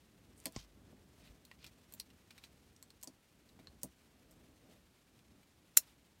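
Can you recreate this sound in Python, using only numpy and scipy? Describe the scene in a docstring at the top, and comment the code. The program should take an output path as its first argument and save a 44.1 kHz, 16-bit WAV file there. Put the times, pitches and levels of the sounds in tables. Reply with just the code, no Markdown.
"""Inside a parked car, two hands work wire terminals into a small plastic connector.
Terminals tick and scrape as bursts of micro-slips ringing damped metal modes; pushes and bumps thud softly.
At last the latch snaps home: a quick run of cracks leaves the connector ringing, with an airy tail.
A padded sleeve rustles (uneven noise slips) over coloured-noise rumble and hiss in the closed, damped cabin."""
import sys
import numpy as np
from scipy import signal
from scipy.fft import rfft, irfft
from scipy.io import wavfile
from scipy.ndimage import uniform_filter1d

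SR = 44100
rng = np.random.default_rng(int(sys.argv[2]) if len(sys.argv) > 2 else 0)


def unload_audio(sound):
    """Save the sound as a 16-bit wav file, at the path given as the first command line argument."""
    columns = np.transpose(np.atleast_2d(sound))
    # keep every value between -1 and 1, then stretch to whole-number steps
    steps = np.round(np.clip(columns, -1, 1) * 32767)
    wavfile.write(sys.argv[1], SR, steps.astype(np.int16))


N = 273420
TIME_S = np.arange(N) / SR
HIT_TIME_S = np.arange(16384) / SR  # time axis of a single hit

# Rumble spectrum. Each row: frequency in Hz, level in dB.
RUMBLE_COLOUR = [(20, -28), (40, -5), (60, 2.5), (120, -3.5), (190, -2.5), (280, -4), (450, -12),
                 (800, -20), (1600, -29.5), (5000, -51.5)]
# Hiss spectrum. Each row: frequency in Hz, level in dB.
HISS_COLOUR = [(300, 4), (1000, -2), (2500, -3.5), (5000, -9), (8500, -9.5), (12500, -12.5), (16000, -17.5)]
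RUMBLE_START_DB, RUMBLE_DB_PER_S, HISS_DB = -68.5, -0.39, -75.5
# The rumble swells with the rustle, more for longer swells: level over the rustle at this half length.
HEAVE_DB, HEAVE_HALF_S = 1.5, 0.13

# Swells of soft rustling hiss; the last is the airy tail after the latch.
# Each row: middle in seconds, level in dB, half length in seconds.
RUSTLE_SWELLS = [(0.46, -68, 0.031), (0.585, -65.5, 0.046), (1.083, -81, 0.4), (1.244, -72.5, 0.11),
                 (1.866, -75.5, 0.2), (2.393, -73.5, 0.1), (4.33, -79, 0.22), (4.723, -72.5, .07),
                 (5.852, -69.5, 0.05)]
# Rustle spectrum. Each row: frequency in Hz, level in dB.
RUSTLE_COLOUR = [(300, -4), (1000, 0), (2500, 1), (4000, -0.5), (7000, -4.5), (11000, -6.5), (16000, -12)]
RUSTLE_REST_DB = -75.5

# Skin rubbing as the grip shifts. Each row: middle in seconds, level in dB, half length in seconds.
REGRIPS = [(1.266, -69, 0.16), (4.354, -71, 0.18), (4.703, -65.5, 0.088)]
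# Skin-on-plastic spectrum. Each row: frequency in Hz, level in dB.
REGRIP_COLOUR = [(80, -7), (270, 2.5), (400, -7), (600, -3.5), (1200, -29), (5000, -42)]

# Pushes that jolt the hands. Each row: start in seconds, level in dB, strongest frequency in Hz,
# fall to both sides in dB per octave.
JOLTS = [(0.4568, -40.5, 298, 4), (.925, -52.5, 202, 17), (1.934, -56.5, 220, 7), (3.034, -59.5, 1010, 21),
         (3.074, -49, 273, 13), (3.59, -52.5, 228, 11), (3.8325, -42, 167, 6), (5.771, -53.5, 650, 2.5)]
# Cabin air modes. Each row: frequency in Hz, level in dB, t60 in seconds.
CABIN_MODES = [(65, -4, 0.26), (140, 0.5, 0.0914), (189, -1, .11), (257.3, 4, 0.082), (310, -2.5, .09),
               (378.3, -10, 0.12), (490, -10, 0.098), (561, -1, 0.071), (642, -1, 0.098),
               (777, -2.5, 0.051), (989, -8, 0.1)]
# Palm thud spectrum. Each row: frequency in Hz, level in dB.
THUD_COLOUR = [(80, -15), (220, -3), (750, -1), (1300, -15), (3500, -43.5)]
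THUD_RE_JOLT_DB, THUD_T60_S = -8.5, 0.09  # nominal t60
# Soft bumps of the hand. Each row: start in seconds, level in dB, frequency in Hz above which it is dull.
BUMPS = [(0.5627, -36.5, 1500), (1.177, -56.5, 90), (1.291, -49, 120)]
# Body of a bump. Each row: frequency in Hz, level in dB, t60 in seconds.
BUMP_MODES = [(50.5, -16, 0.5), (77, 0, 0.073), (132, -1, 0.063), (219, 2.5, 0.033), (344, -4, 0.017),
              (810, -2.5, 0.016)]

# Terminal sliding under steady pressure. Each row: middle in seconds, level in dB, half length in seconds,
# lowest and highest frequency in Hz.
RUBS = [(0.387, -60, 0.016, 8000, 10100), (0.589, -49, .042, 3200, 5800), (1.254, -57.5, 0.046, 1900, 4420),
        (1.636, -54, 0.039, 2200, 5000)]
RUB_GRAIN_DB, RUB_GRAINS_PER_S, RUB_RING_DB = 4, 840, -8  # grain: dB per unit of grip

# Firm pushes, each a double click. Each row: start in seconds, tip level in dB, tip brightest frequency in Hz,
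# its fall below and above in dB per octave, seat delay in seconds, seat level in dB,
# seat brightest frequency in Hz, rebound in dB re seat.
PUSHES = [(0.4565, -35.5, 11500, 0.39, 11, 0.0025, -41, 4270, -5),
          (1.9986, -44, 9000, 8.3, 4.9, 0.0018, -41, 4700, -27),
          (3.029, -50.5, 13300, 0.82, 6, 0.0044, -44.5, 7800, -7),
          (3.8328, -35, 8400, 10.2, 2, .003, -49.5, 7600, -13)]
SEAT_FALL_DB_PER_OCT, REBOUND_S = 8.5, .0095  # one weaker rebound after seating
TIP_PING_DB, SEAT_PING_DB = -12, -5
# The tip slides in faintly before it strikes.
SLIDE_LEAD_S, SLIDE_DB, SLIDE_HZ, SLIDE_T60_S = 0.019, -63, 6800, 0.092
# Light ticks. Each row: start in seconds, level in dB, brightest frequency in Hz,
# fall below and above in dB per octave, ping in dB.
TICKS = [(.401, -58.5, 8400, 18, 20, -3), (.523, -60.5, 9000, 11, 8.7, -8), (1.451, -56, 4110, 13, 2.4, -7),
         (1.514, -51.5, 2800, 1.7, 13, -9), (1.924, -54.5, 8700, 4.9, 6, -13),
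         (1.9378, -46, 7450, 10, 0.93, -5), (1.9485, -58, 11000, 14, 8, -10),
         (2.7632, -61.5, 5700, 4.6, 10, -13), (2.8267, -51, 7900, 2, 3.1, -4),
         (2.9042, -57, 4280, 5.7, 7.3, -1), (3.074, -46.5, 6050, 16, 15, -9),
         (3.6714, -51, 4260, 1.1, 21, 5.5)]
# Metal dragging along plastic. Each row: start in seconds, level in dB, brightest frequency in Hz,
# nominal t60 in seconds.
SCRAPES = [(1.6425, -49.5, 2930, 0.03), (1.664, -53, 4300, 0.025), (1.672, -56.5, 4300, 0.022),
           (2.101, -61.5, 3000, 0.057), (2.305, -53, 2970, 0.048), (2.378, -53.5, 2900, 0.048),
           (2.438, -50, 3200, 0.04), (3.486, -62.5, 3860, 0.049), (3.59, -60.5, 2420, 0.064),
           (4.308, -61.5, 8600, .06), (5.19, -65, 3280, 0.033), (5.429, -65.5, 2600, 0.023)]
SCRAPE_FALL_DB_PER_OCT, TREBLE_FALL_RATIO = 5.5, 1.58  # steeper above the peak than below
SCRAPE_RISE_S = 0.00059  # a dragged tip takes hold gradually
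KNOCK_DB, KNOCK_HZ = -42.5, 6600  # the first bump also knocks the connector, dully
# Terminal when struck. Each row: frequency in Hz, level in dB, t60 in seconds.
STRUCK_MODES = [(1087, -8, 0.031), (1890, -3, 0.0092), (4310, -3, 0.012), (5820, -6.5, 0.012),
                (7300, -3.5, 0.0041), (8370, -4, 0.011), (11270, 1, 0.0071), (13500, -2, 0.012),
                (15600, -5, .009)]
# Terminal dragged against the housing. Each row: frequency in Hz, level in dB, t60 in seconds.
DRAGGED_MODES = [(2396, -1, 0.03), (3980, -2, 0.032), (5400, -6, 0.034), (8300, 2, 0.024), (12400, 9, 0.01),
                 (14200, 6, 0.012)]
STRUCK_RING_DB, DRAGGED_RING_DB = -4, -7.5
CONTACT_CYCLES, PING_CYCLES = 40, 60  # t60 in cycles of the brightest pitch; contact's is nominal
FINGER_ECHO_GAIN, FINGER_ECHO_S = 0.25, .0008  # cupped hand reflects each click; typical delay

# Latch slips, lets go, chatters and strikes its seat. 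Each row: start in seconds, level in dB,
# nominal contact t60 in seconds.
LATCH_CONTACTS = [(5.767, -45, 0.028), (5.7704, -22.5, 0.0073), (5.7715, -21.5, .017),
                  (5.7735, -20, 0.0029), (5.7743, -18.5, 0.0019)]
# Latch contact spectrum. Each row: frequency in Hz, level in dB.
LATCH_COLOUR = [(300, -26.5), (750, -24.5), (1100, -18.5), (1450, -12), (1800, -9.8), (2700, -9.5),
                (3300, -13), (4200, -2), (4800, -9), (5500, 0.5), (7300, 2), (9000, -3.5), (11000, 2.5),
                (16000, -2)]
# Hollow knock of the housing on release. Each row: frequency in Hz, level in dB, t60 in seconds.
HOLLOW_MODES = [(1450, 0.5, .016), (2690, -1.5, 0.013)]
# Sprung barb. Each row: frequency in Hz, level in dB, t60 in seconds.
BARB_MODES = [(7310, 1, 0.013), (10970, -2, 0.008)]
# Terminal and housing together. Each row: frequency in Hz, level in dB, t60 in seconds.
CONNECTOR_MODES = [(2720, -9, .055), (4020, -6, .05), (4200, -8.5, 0.065), (5310, -1, .055),
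                   (5439, -1, 0.057), (5570, -3, .055), (5959, -2, 0.036), (6230, -1.5, 0.039),
                   (6600, 0.5, .055), (7230, 0, .045), (8770, -6.5, .04), (9480, -4, 0.067),
                   (10870, 2, .045), (11200, -3, .045), (12100, -4.5, .05), (12500, -3.5, .045),
                   (13288, -3.5, .045), (14200, -4, .045), (15098, -5, .05)]
HOLLOW_DB, BARB_DB, CONNECTOR_DB = -35, -19.5, -25

MIC_DIP_HZ, MIC_DIP_Q, MIC_DIP_SHARE = 10370, 18, 0.44
MIC_LOW_HZ, MIC_TOP_HZ = 33, 15900


def undb(db):
    """Decibels to gain."""
    return 10 ** (np.asarray(db) / 20)


def fade(t60_s):
    """Exponential decay, 60 dB in t60_s."""
    return np.exp(-np.log(1000) * HIT_TIME_S / max(t60_s, 1e-4))


def swell(middle_s, half_s):
    """One bell-shaped rise and fall."""
    return np.exp(-((TIME_S - middle_s) / half_s) ** 2)


def unit(x):
    """Scale to an energy of one."""
    return x / np.sqrt(np.sum(x ** 2))


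def add(out, start_s, hit, db):
    """Mix in a hit; its level is that of its energy spread over 4 ms."""
    start = int(start_s * SR)
    hit = unit(hit)[:N - start] * np.sqrt(.004 * SR)
    out[start:start + len(hit)] += undb(db) * hit


def colour(x, points):
    """Causal (minimum-phase) filter through (Hz, dB) points, by folding the cepstrum."""
    hz, db = np.transpose(points)
    f = np.maximum(np.fft.rfftfreq(len(x), 1 / SR), 1)
    gain = undb(np.interp(np.log(f), np.log(hz), db))
    cepstrum = irfft(np.log(gain), len(x))
    cepstrum[1:len(x) // 2] *= 2
    cepstrum[len(x) // 2 + 1:] = 0
    response = np.exp(rfft(cepstrum))
    return irfft(rfft(x) * response, len(x))


def noise(points):
    """Steady coloured noise, rms one."""
    return unit(colour(rng.standard_normal(N), points)) * np.sqrt(N)


def walk(rate_hz):
    """Slow random wander, spread near one."""
    k = int(SR / rate_hz)
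    steps = np.repeat(rng.standard_normal(N // k + 1), k)
    smooth = uniform_filter1d(uniform_filter1d(steps, k), k)
    return smooth[:N] * np.sqrt(2)


def scrape(t60_s, catch_db=4):
    """One contact: a dying burst of micro-slips, evened in spectrum; long ones catch and let go unevenly."""
    slips = rng.standard_normal(len(HIT_TIME_S)) * fade(t60_s)
    for _ in range(2):
        spectrum = rfft(slips)
        flat = irfft(spectrum / (np.abs(spectrum) + 1e-9))
        slips = flat * fade(4 * t60_s)
    grip = np.repeat(rng.uniform(-1, 1, len(HIT_TIME_S) // 64), 64)
    onset = np.minimum(HIT_TIME_S / 0.0024, 1)
    return unit(slips * undb(catch_db * grip * onset))


def ring(modes, detune=0., build_cycles=0.0073):
    """Damped modes, each swelling over a number of its own cycles, at random phase and detune."""
    out = 0
    draws = rng.uniform(-1.205, 1, (len(modes), 2))
    for (hz, db, t60_s), (shift, phase) in zip(modes, draws):
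        cycles = hz * (1 + detune * shift) * HIT_TIME_S
        envelope = fade(t60_s) * (1 - np.exp(-cycles / build_cycles))
        out = out + undb(db) * envelope * np.sin(2 * np.pi * cycles + np.pi * phase)
    return unit(out)


def excite(push, body):
    """A body's answer to a push (convolution), with an energy of one."""
    return unit(signal.fftconvolve(push, body)[:len(HIT_TIME_S)])


def cabin(x, wet_db, t60_s):
    """Dense, short reflections from dashboard, glass and seats, as decaying noise."""
    build = 1 - np.exp(-HIT_TIME_S / 0.00099)
    wash = rng.standard_normal(len(HIT_TIME_S)) * fade(t60_s) * build
    return unit(x) + undb(wet_db) * excite(x, wash)


def contact(hz, below, above, t60_s, modes, ring_db):
    """Micro-slips ring a terminal's modes; brightest at hz, falling below and above in dB per octave."""
    slip = scrape(t60_s, catch_db=12.5)
    body = excite(slip, ring(modes, detune=0.012))
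    # slopes hold for three octaves below and two above
    shape = [(hz / 64, -3 * below - 30), (hz / 8, -3 * below), (hz, 0), (hz * 4, -2 * above)]
    return unit(colour(slip + undb(ring_db) * body, shape))


def click(hz, below, above, ping_db):
    """A brief contact, shorter when brighter; it echoes off the cupped hand and the pinched tip pings."""
    tick = contact(hz, below, above, CONTACT_CYCLES / hz, STRUCK_MODES, STRUCK_RING_DB)
    echo_s = FINGER_ECHO_S * 2 ** rng.uniform(-.5, .5)
    tick = unit(tick + FINGER_ECHO_GAIN * np.roll(tick, int(echo_s * SR)))
    ping = ring([(hz, 0, PING_CYCLES / hz)])
    return cabin(tick + undb(ping_db) * ping, wet_db=-6.5, t60_s=0.068)


def drag(hz, t60_s):
    """A long, gritty contact that takes hold gradually."""
    above = TREBLE_FALL_RATIO * SCRAPE_FALL_DB_PER_OCT
    grit = contact(hz, SCRAPE_FALL_DB_PER_OCT, above, t60_s, DRAGGED_MODES, DRAGGED_RING_DB)
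    return cabin(grit, wet_db=-6, t60_s=0.052) * (1 - np.exp(-HIT_TIME_S / SCRAPE_RISE_S))


def background():
    """A wavering low rumble slowly settles and swells with the rustle, under a near-even hiss."""
    heave = 0
    for middle_s, db, half_s in RUSTLE_SWELLS:
        power = undb(db + HEAVE_DB) ** 2 * (half_s / HEAVE_HALF_S) ** 2
        heave = heave + power * swell(middle_s, half_s)
    rest = undb(RUMBLE_START_DB + RUMBLE_DB_PER_S * TIME_S) ** 2
    rumble = noise(RUMBLE_COLOUR) * np.sqrt(rest + heave) * undb(1.9 * walk(11))
    hiss = noise(HISS_COLOUR) * undb(HISS_DB + .4 * walk(9.8))
    return rumble + hiss


def rustle():
    """Sleeve rustle and the airy tail after the latch: a dense stream of tiny unequal noise slips."""
    sizes_db = 2.8 * np.minimum(rng.exponential(size=N), 4) + 3 * np.tanh(walk(90))
    slips = rng.standard_normal(N) * undb(sizes_db)
    swells = sum(undb(db) ** 2 * swell(middle_s, half_s) for middle_s, db, half_s in RUSTLE_SWELLS)
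    power = undb(RUSTLE_REST_DB) ** 2 + swells
    return unit(colour(slips, RUSTLE_COLOUR)) * np.sqrt(N * power)


def regrips():
    """Fingers take a new hold: soft, low rubbing as swells of coloured noise."""
    level = sum(undb(db) * swell(middle_s, half_s) for middle_s, db, half_s in REGRIPS)
    return noise(REGRIP_COLOUR) * level


def hands():
    """Pushes thud in the palms and bloom late in the cabin's low modes; soft bumps thud dully."""
    out = np.zeros(N)
    for start_s, db, strongest_hz, fall in JOLTS:
        modes = []
        for hz, level_db, t60_s in CABIN_MODES:
            octaves = abs(np.log2(hz / strongest_hz))
            modes.append((hz, level_db - fall * octaves, t60_s))
        add(out, start_s, ring(modes, detune=0.025, build_cycles=5.8), db)
        add(out, start_s, colour(scrape(THUD_T60_S), THUD_COLOUR), db + THUD_RE_JOLT_DB)
    for start_s, db, dull_hz in BUMPS:
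        thud = ring(BUMP_MODES, build_cycles=0.18)
        add(out, start_s, colour(thud, [(dull_hz, 0), (dull_hz * 10, -40)]), db)
    return out


def rubs():
    """A close run of tiny unequal slips swells and fades, ringing the terminal's modes."""
    out = np.zeros(N)
    size = len(HIT_TIME_S)
    grain = int(SR / RUB_GRAINS_PER_S)
    for middle_s, db, half_s, low_hz, high_hz in RUBS:
        grip = np.repeat(np.minimum(rng.exponential(size=size), 3), grain)[:size]
        envelope = np.exp(-(HIT_TIME_S / half_s - 2) ** 2)
        slips = rng.standard_normal(size) * undb(RUB_GRAIN_DB * grip) * envelope
        rub = unit(slips) + undb(RUB_RING_DB) * excite(slips, ring(DRAGGED_MODES))
        band = [(low_hz / 2, -20), (low_hz, 0), (high_hz, 0), (high_hz * 2, -30)]
        add(out, middle_s - 2 * half_s, colour(rub, band), db)
    return out


def terminals():
    """Metal tips slide, strike, seat and rebound in the housing, each contact with its own brightness."""
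    out = np.zeros(N)
    for start_s, tip_db, tip_hz, below, above, delay_s, seat_db, seat_hz, rebound_db in PUSHES:
        add(out, start_s - SLIDE_LEAD_S, drag(SLIDE_HZ, SLIDE_T60_S), SLIDE_DB)
        add(out, start_s, click(tip_hz, below, above, TIP_PING_DB), tip_db)
        for late_s, db in ((delay_s, seat_db), (delay_s + REBOUND_S, seat_db + rebound_db)):
            seat = click(seat_hz, SEAT_FALL_DB_PER_OCT, SEAT_FALL_DB_PER_OCT, SEAT_PING_DB)
            add(out, start_s + late_s, seat, db)
    for start_s, db, hz, below, above, ping_db in TICKS:
        add(out, start_s, click(hz, below, above, ping_db), db)
    for start_s, db, hz, t60_s in SCRAPES:
        add(out, start_s, drag(hz, t60_s), db)
    add(out, BUMPS[0][0], click(KNOCK_HZ, below=1, above=34, ping_db=-17), KNOCK_DB)
    return out


def latch():
    """The barb's contacts crack in quick succession; release knocks the housing, the strike rings it."""
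    out = np.zeros(N)
    for start_s, db, t60_s in LATCH_CONTACTS:
        crack = colour(scrape(t60_s), LATCH_COLOUR)
        add(out, start_s, cabin(crack, wet_db=-11.0, t60_s=0.072), db)
    release_s, strike_s = LATCH_CONTACTS[1][0], LATCH_CONTACTS[-2][0]
    add(out, release_s, ring(HOLLOW_MODES), HOLLOW_DB)
    add(out, strike_s, ring(BARB_MODES), BARB_DB)
    add(out, strike_s, ring(CONNECTOR_MODES), CONNECTOR_DB)
    return out


def scene():
    """Sum of all sources at one microphone."""
    soft = background() + rustle() + regrips()
    handling = hands() + rubs() + terminals() + latch()
    return (soft + handling)[None]


def record(dry):
    """The microphone drops the deepest bass, dips narrowly in the treble and cuts the top steeply."""
    dry = signal.sosfilt(signal.butter(2, MIC_LOW_HZ, "high", fs=SR, output="sos"), dry)
    b, a = signal.iirpeak(MIC_DIP_HZ, MIC_DIP_Q, fs=SR)
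    dry = dry - MIC_DIP_SHARE * signal.lfilter(b, a, dry)
    return signal.sosfilt(signal.butter(18, MIC_TOP_HZ, fs=SR, output="sos"), dry)


dry = scene()
out = record(dry)
unload_audio(out)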